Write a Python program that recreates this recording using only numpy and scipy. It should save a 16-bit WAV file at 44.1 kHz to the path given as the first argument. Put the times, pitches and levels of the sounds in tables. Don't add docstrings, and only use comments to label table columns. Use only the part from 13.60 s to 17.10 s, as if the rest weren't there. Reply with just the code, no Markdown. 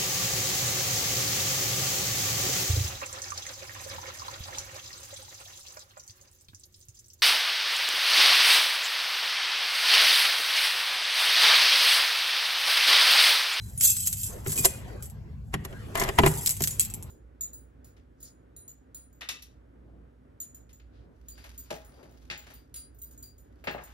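import sys
import numpy as np
from scipy import signal
from scipy.fft import rfft, irfft, next_fast_len
from scipy.io import wavfile
from scipy.ndimage import uniform_filter1d, map_coordinates

SR = 44100
rng = np.random.default_rng(int(sys.argv[2]) if len(sys.argv) > 2 else 0)


def to_wav(s):
    ch = np.atleast_2d(s).T
    pcm = np.round(np.clip(ch, -1, 1) * 32767)
    wavfile.write(sys.argv[1], SR, pcm.astype(np.int16))


N = 154350

# time_s, level_db
SWING_SHAKE = [(0, -57.5), (0.16, -56), (0.225, -19), (0.268, -14.5), (0.295, -19.5), (0.335, -34),
               (0.44, -28.5), (0.51, -40.5), (0.63, -29.5), (0.70, -40.5), (0.74, -48), (0.84, -86.5)]
# time_s, level_db
HANGING_SHAKE = [(0.84, -58), (0.875, -40), (1.02, -31.5), (1.2, -59.5), (1.39, -76), (1.44, -50),
                 (1.56, -117.5), (1.9, -74), (2.3, -65.5), (2.42, -61), (2.53, -54.5), (2.68, -41.5),
                 (2.82, -39), (2.88, -44.5), (2.97, -50), (3.04, -48), (3.13, -42), (3.18, -56),
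                 (3.22, -35.5), (3.28, -70), (3.47, -72)]
# start_s, level_db
KEY_CLINKS = [(0.1765, -26.5), (0.2103, -8.5), (0.2362, -6.5), (0.367, -14), (0.464, -13.5), (0.473, -5.5),
              (0.528, -11), (0.6127, -23), (0.872, -16), (0.92, -13.5), (0.977, -12), (0.988, -10.5),
              (1.0539, -0.5), (1.425, -22), (1.4571, -27.5), (1.499, -31), (2.375, -19.5), (2.4034, -17),
              (2.6613, -13.5), (2.676, -11.5), (2.7745, -23), (2.861, -4), (2.8731, -11), (2.8929, -7.5),
              (2.9078, -9.5), (2.9671, -21.5), (3.0212, -8), (3.0379, -10), (3.048, -18), (3.074, -7.5),
              (3.1087, -18), (3.196, -3), (3.2073, -6), (3.25, -16.5), (3.301, -22.5), (3.3387, -17.5),
              (3.4258, -26)]
# start_s, pitch_hz, level_db, t60_s
SINGLE_NOTES = [(0.0, 4040, -54.5, 0.32), (0.177, 10330, -27, 0.3), (0.208, 7610, -20.5, 0.072),
                (0.37, 8005, -25, 0.5), (0.465, 10690, -39.5, .45), (0.224, 2780, -39.5, 0.21),
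                (0.977, 2460, -30.5, 0.16), (3.107, 7020, -29.5, 0.13)]
# start_s, body_level_db, steel_tick_level_db, favoured_pitch_hz
LOCK_CONTACTS = [(0.862, -26, -47, 410), (1.048, -16.5, -18.5, 536), (1.055, -16.5, -18.5, 980),
                 (1.94, -14.5, -36.5, 1960), (2.05, -29, -40.5, 1195), (2.127, -35.5, -61, 3150),
                 (2.354, -16.5, -34.5, 1210), (2.398, -28, -27.5, 3060), (2.422, -23, -35.5, 1600),
                 (2.437, -29, -31.5, 1000), (2.489, -16, -38, 1920), (2.587, -3.5, -29, 930),
                 (2.591, -10, -43, 790), (2.635, -9, -44, 417), (2.662, -9, -25.5, 1580),
                 (2.671, -14, -42, 408), (2.874, -40, -23.5, 3060), (3.006, -28.5, -34.5, 930),
                 (3.039, -42, -24.5, 3060)]
# start_s, end_s, level_db
METAL_SLIDES = [(0.883, 1.058, -54), (2.362, 2.495, -35), (2.403, 2.427, -33), (2.635, 2.655, -33)]
# start_s, level_db
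DOOR_BLOWS = [(0.872, -22.5), (0.989, -26.5), (1.947, -21.5), (2.42, -24), (2.598, -8.5), (2.64, -13.5),
              (2.669, -19), (3.006, -24.5)]
# time_s, level_db
SLEEVE_MOVES = [(0, -58), (0.6, -68.5), (0.72, -46), (0.82, -52.5), (0.9, -54.5), (1.15, -46.5), (1.3, -46),
                (1.45, -48.5), (1.6, -55.5), (1.7, -55), (1.88, -64.5), (2.2, -55.5), (2.32, -50),
                (2.5, -40), (2.8, -59.5), (2.95, -60.5), (3.35, -56), (3.47, -53.5)]

# pitch_hz, level_db, t60_s
KEY_LONG_MODES = [(2600, -10, .2), (6121, -6, .2), (7030, -1, .16), (7500, 1, .18), (8040, 3, .2),
                  (10659, 1, .2), (11720, 0, .18), (12182, 0, .18), (12570, 2, .2)]
# pitch_hz, level_db, t60_s
LOCK_BODY_MODES = [(386.4, -3, 0.093), (538, -7, 0.094), (655, -6, 0.065), (788, -0.5, 0.053),
                   (913, 0.5, 0.034), (1020, -16, 0.054), (1177, -6.5, 0.04), (1523, -14, 0.064),
                   (1877, -3, 0.018), (2080, 1, 0.0096), (2900, 4.5, 0.014)]
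# pitch_hz, level_db, t60_s
DOOR_LEAF_MODES = [(57, -8, 0.4), (72.5, -4.5, 0.16), (93.3, -2.5, 0.14), (126.6, -10.5, 0.52),
                   (155.3, 0, 0.29), (205.1, -4.5, 0.21), (259.4, -4.5, 0.14), (304, -13, 0.16),
                   (396, 6.5, 0.059)]

# frequency_hz, level_db
KEY_SPECTRUM = [(300, -69.5), (1200, -18), (2400, -7), (4000, -11), (6000, -4.5), (7700, 4), (9300, 4.5),
                (11000, 2.5), (12700, -4.5), (13900, -4), (15700, -0.5)]
# frequency_hz, level_db
LOCK_SPECTRUM = [(100, 5), (400, -9.5), (900, 0), (1450, -5.5), (2100, -1.5), (3200, -12), (4500, -17),
                 (15000, -66.5)]
# frequency_hz, level_db
TICK_SPECTRUM = [(1000, -8.5), (3500, 2.5), (7000, 8), (12500, 3.5), (13800, -4), (16000, -20)]
# frequency_hz, level_db
SLEEVE_SPECTRUM = [(100, 4), (220, 1), (450, 1.5), (800, -6), (1500, -11), (3000, -19), (15000, -37.5)]
# frequency_hz, level_db
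RUMBLE_SPECTRUM = [(20, -35.5), (36, -14.5), (52, 2.5), (85, 1), (105, 3.5), (155, -6), (220, -8.5),
                   (320, -34), (700, -61.5)]
# frequency_hz, level_db
HISS_SPECTRUM = [(200, -5.5), (6000, 6), (12000, -48.5)]

# frequency_hz, t60_s
HALL_DECAY = [(100, 0.29), (2000, 0.84), (7000, 0.19), (15000, 0.093)]
# frequency_hz, lead_radians
STEREO_PHASE = [(100, 0), (800, 1.3), (2500, 1.8), (4500, 1.3), (5700, 0), (7200, -.5), (8800, -2.9),
                (9700, -3.2), (11600, -6.1), (12900, -6.4), (14200, -9.3)]
# frequency_hz, difference_db
STEREO_BALANCE = [(200, 0), (380, -2), (700, 3), (1600, 2.5), (4400, -1), (12000, .5)]
# frequency_hz, correlation (1 = identical)
STEREO_LIKENESS = [(150, .88), (500, .5), (4500, .15), (7000, .55), (9300, .97), (12000, .95), (16000, .8)]

SWING_DB, HANGING_DB, CLINK_DB, BODY_DB, TICK_DB = -2.5, 3, -6.5, -4.5, 12
RUMBLE_DB, HISS_DB, RUSTLE_DB = -41, -88, 4
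TOUCHES_PER_S = 380
GRAZE_S, GRAZE_DB = 0.03, -17
SPOT_DB, SPOT_OCTAVES = 8, .17
TOP_HZ = 15950


def jangle(shake, long_db, crack_db, count=24):
    t = np.arange(SR // 5) / SR
    out = np.zeros((2, N))
    gain = level(shake)
    for _ in range(count):
        hits = touches(TOUCHES_PER_S / count, spread_db=6) * gain
        when = np.flatnonzero(hits)
        contact = amp(crack_db) * crack(KEY_SPECTRUM, t, t60=.014)
        notes = key_notes(t, short_t60=.05, long_db=long_db, count=len(when))
        for k, note in zip(when, notes):
            add(out, k / SR, hits[k] * unit(note + contact))
    return out / np.sqrt(count * len(t))


def clinks(chatter_s=0.0097, count=2):
    t = np.arange(SR // 4) / SR
    out = np.zeros((2, N))
    for s, db in KEY_CLINKS:
        delays = np.append(0, chatter_s * rng.uniform(.15, 1, count))
        for k, delay in enumerate(delays):
            contact = crack(KEY_SPECTRUM, t, t60=.008)
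            notes = key_notes(t, short_t60=.028, long_db=-15, count=1)
            add(out, s + delay, amp(db + CLINK_DB - 10 * (k > 0)) * (contact + amp(-4) * notes))
    return out


def single_notes():
    t = np.arange(SR // 2) / SR
    out = np.zeros((2, N))
    for s, hz, db, t60 in SINGLE_NOTES:
        add(out, s, amp(db - 60 * t / t60) * np.sin(2 * np.pi * hz * t))
    return out


def key_notes(t, short_t60, long_db, count):
    edges = np.geomspace(3000, 14200, 15)
    hz = rng.uniform(edges[:-1], edges[1:])
    mode_db = along(KEY_SPECTRUM, hz) + 10 * np.log10(hz)
    own = np.column_stack([hz, mode_db, short_t60 * rng.uniform(0.19, 1.76, len(hz))])
    short_notes = ring(own, t, scatter_db=4, count=count)
    long_notes = ring(KEY_LONG_MODES, t, scatter_db=4, detune=.012, count=count)
    return (short_notes + amp(long_db) * long_notes) * (1 - np.exp(-t / .0003))


def lock():
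    t = np.arange(SR // 5) / SR
    out = np.zeros((2, N))
    hz, mode_db, t60 = np.transpose(LOCK_BODY_MODES)
    for s, db, tick_db, spot_hz in LOCK_CONTACTS:
        body_gain, tick_gain = amp(db + BODY_DB), amp(tick_db + TICK_DB)
        favour_db = SPOT_DB * np.exp(-(np.log2(hz / spot_hz) / SPOT_OCTAVES) ** 2)
        modes = np.column_stack([hz, mode_db + favour_db, t60])
        body_crack = amp(-2) * crack(LOCK_SPECTRUM, t, t60=.035)
        body = body_crack + amp(3) * ring(modes, t, scatter_db=2.5, detune=.015)
        tick = crack(TICK_SPECTRUM, t, t60=0.011)
        onset = 1 - np.exp(-t / 0.0004)
        add(out, s, (body_gain * body + tick_gain * tick) * onset)
        lead = amp(4) * body_gain * graze(LOCK_SPECTRUM) + tick_gain * graze(TICK_SPECTRUM)
        add(out, s - lead.shape[1] / SR, lead)
    return out


def graze(colour, size=1024):
    before_s = np.arange(size)[::-1] / SR
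    return unit(coloured(noise(size), colour)) * amp(GRAZE_DB - 60 * before_s / GRAZE_S)


def slides(edge_s=0.004, bright_db=-11, ring_db=-3, count=6):
    t = np.arange(N) / SR
    out = np.zeros((2, N))
    force = np.zeros(N)
    for start, end, db in METAL_SLIDES:
        force += amp(db) * np.clip(np.minimum(t - start, end - t) / edge_s + .5, 0, 1)
    short = t[:SR // 8]
    for _ in range(count):
        slips = force * touches(per_s=130, spread_db=8)
        dull = unit(crack(LOCK_SPECTRUM, short, t60=0.01))
        bright = unit(crack(TICK_SPECTRUM, short, t60=0.008))
        body = unit(ring(LOCK_BODY_MODES, short, scatter_db=5, detune=.04))
        answer = dull + amp(bright_db) * bright + amp(ring_db) * body
        out += signal.fftconvolve(slips[None], answer, axes=1)[:, :N]
    return out / np.sqrt(count * len(short))


def door():
    t = np.arange(SR // 2) / SR
    out = np.zeros((2, N))
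    for s, db in DOOR_BLOWS:
        boom = ring(DOOR_LEAF_MODES, t, scatter_db=3, detune=.025)
        add(out, s, amp(db) * boom * (1 - np.exp(-t / .003)))
    return out


def sleeve_cloth():
    z = signal.stft(bed(SLEEVE_SPECTRUM), nperseg=1024)[2]
    patches = uniform_filter1d(rng.standard_normal(z.shape[1:]), size=6, axis=0)
    patches = unit(uniform_filter1d(patches, size=5, axis=1))
    return unit(signal.istft(z * amp(4 * patches), nperseg=1024)[1][:, :N])


def background(flutter_db=3.5):
    cloth = sleeve_cloth()
    hiss = amp(HISS_DB) * bed(HISS_SPECTRUM)
    rumble = amp(RUMBLE_DB) * bed(RUMBLE_SPECTRUM)
    rustle = amp(RUSTLE_DB + flutter_db * wobble(rate=6.09)) * level(SLEEVE_MOVES) * cloth
    return rumble + hiss + rustle


def in_hall(x, wet_db, walls_db):
    hz, t, z = signal.stft(noise(size=SR // 2), SR, nperseg=256)
    decay = amp(-60 * t / along(HALL_DECAY, hz)[:, None])
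    tail = signal.istft(z * decay, SR, nperseg=256)[1]
    t = np.arange(tail.shape[1]) / SR
    tail = tail * (1 - np.exp(-t / 0.0031))
    echoes = rng.standard_normal(tail.shape) * (rng.random(tail.shape) < .02) * (t > .001)
    walls = paired(echoes * amp(-60 * t / 0.034))
    answer = amp(wet_db) * tail / np.linalg.norm(tail[0])
    answer = answer + amp(walls_db) * walls / np.linalg.norm(walls[0])
    return x + signal.fftconvolve(x.mean(0)[None], answer, axes=1)[:, :N]


def ring(modes, t, scatter_db, detune=0, count=1):
    hz, db, t60 = np.transpose(modes)[:, :, None]
    hz = hz * (1 + detune * rng.standard_normal(hz.shape))
    shape = (count, len(modes))
    gain = amp(db.T + scatter_db * rng.standard_normal(shape)) * rng.choice([-1, 1], shape)
    gain = gain / np.linalg.norm(gain, axis=1, keepdims=True)
    return gain @ (amp(-60 * t / t60) * np.sin(2 * np.pi * hz * t))


def crack(colour, t, t60):
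    fade = amp(-60 * t / t60)
    return unit(coloured(noise(len(t)) * fade, colour)) * np.sqrt(np.mean(fade ** 2))


def touches(per_s, spread_db):
    struck = rng.random(N) < per_s / SR
    return unit(struck * rng.choice([-1, 1], N) * amp(spread_db * rng.uniform(-1, 1, N)))


def noise(size):
    return paired(rng.standard_normal((2, size)))


def bed(colour):
    return unit(filtered(noise(size=N), lambda hz: amp(along(colour, hz))))


def paired(two):
    def mix(hz):
        turn = np.arccos(np.clip(along(STEREO_LIKENESS, hz), -1, 1)) / 2
        return np.array([np.cos(turn), np.sin(turn)])
    mid, side = filtered(two, mix)
    return np.array([mid + side, mid - side])


def wobble(rate):
    knots = rng.standard_normal(int(N * rate / SR) + 4)
    return map_coordinates(knots, [np.arange(N) * rate / SR])


def coloured(x, points, size=2048):
    cepstrum = irfft(np.log(amp(along(points, np.fft.rfftfreq(size, 1 / SR)))))
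    cepstrum[1:size // 2] *= 2
    cepstrum[size // 2 + 1:] = 0
    impulse = irfft(np.exp(rfft(cepstrum)))
    return signal.fftconvolve(x, impulse[None], axes=1)[:, :x.shape[1]]


def filtered(x, response):
    n = x.shape[-1]
    m = next_fast_len(n + 4096)
    return irfft(rfft(x, m) * response(np.fft.rfftfreq(m, 1 / SR)), m)[..., :n]


def add(track, s, sound):
    part = track[..., max(0, round(s * SR)):][..., :sound.shape[-1]]
    part += sound[..., :part.shape[-1]]


def level(rows):
    return amp(np.interp(np.arange(N) / SR, *np.transpose(rows)))


def along(points, hz):
    f, v = np.transpose(points)
    return np.interp(np.log(hz + 1), np.log(f + 1), v)


def unit(x):
    return x / np.sqrt(np.mean(x ** 2) + 1e-20)


def amp(db):
    return 10 ** (np.asarray(db) / 20)


def scene():
    to_right_db = np.array([[-1], [1]])
    swing = amp(SWING_DB + to_right_db) * jangle(SWING_SHAKE, long_db=-10, crack_db=-7)
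    hanging = amp(HANGING_DB) * jangle(HANGING_SHAKE, long_db=-16, crack_db=-2)
    keys = in_hall(swing + hanging + clinks() + single_notes(), wet_db=-12.5, walls_db=-3)
    metal = in_hall(lock() + slides(), wet_db=-19.5, walls_db=-1.5)
    wood = in_hall(door(), wet_db=-13, walls_db=-6.5)
    return keys + metal + wood + background()


def record(dry):
    apart = np.array([[.5], [-.5]])

    def sides(hz):
        gain = amp(apart * along(STEREO_BALANCE, hz))
        return gain * np.exp(1j * apart * along(STEREO_PHASE, hz)) * (hz < TOP_HZ)
    return filtered(dry, sides)


dry = scene()
out = record(dry)
to_wav(out)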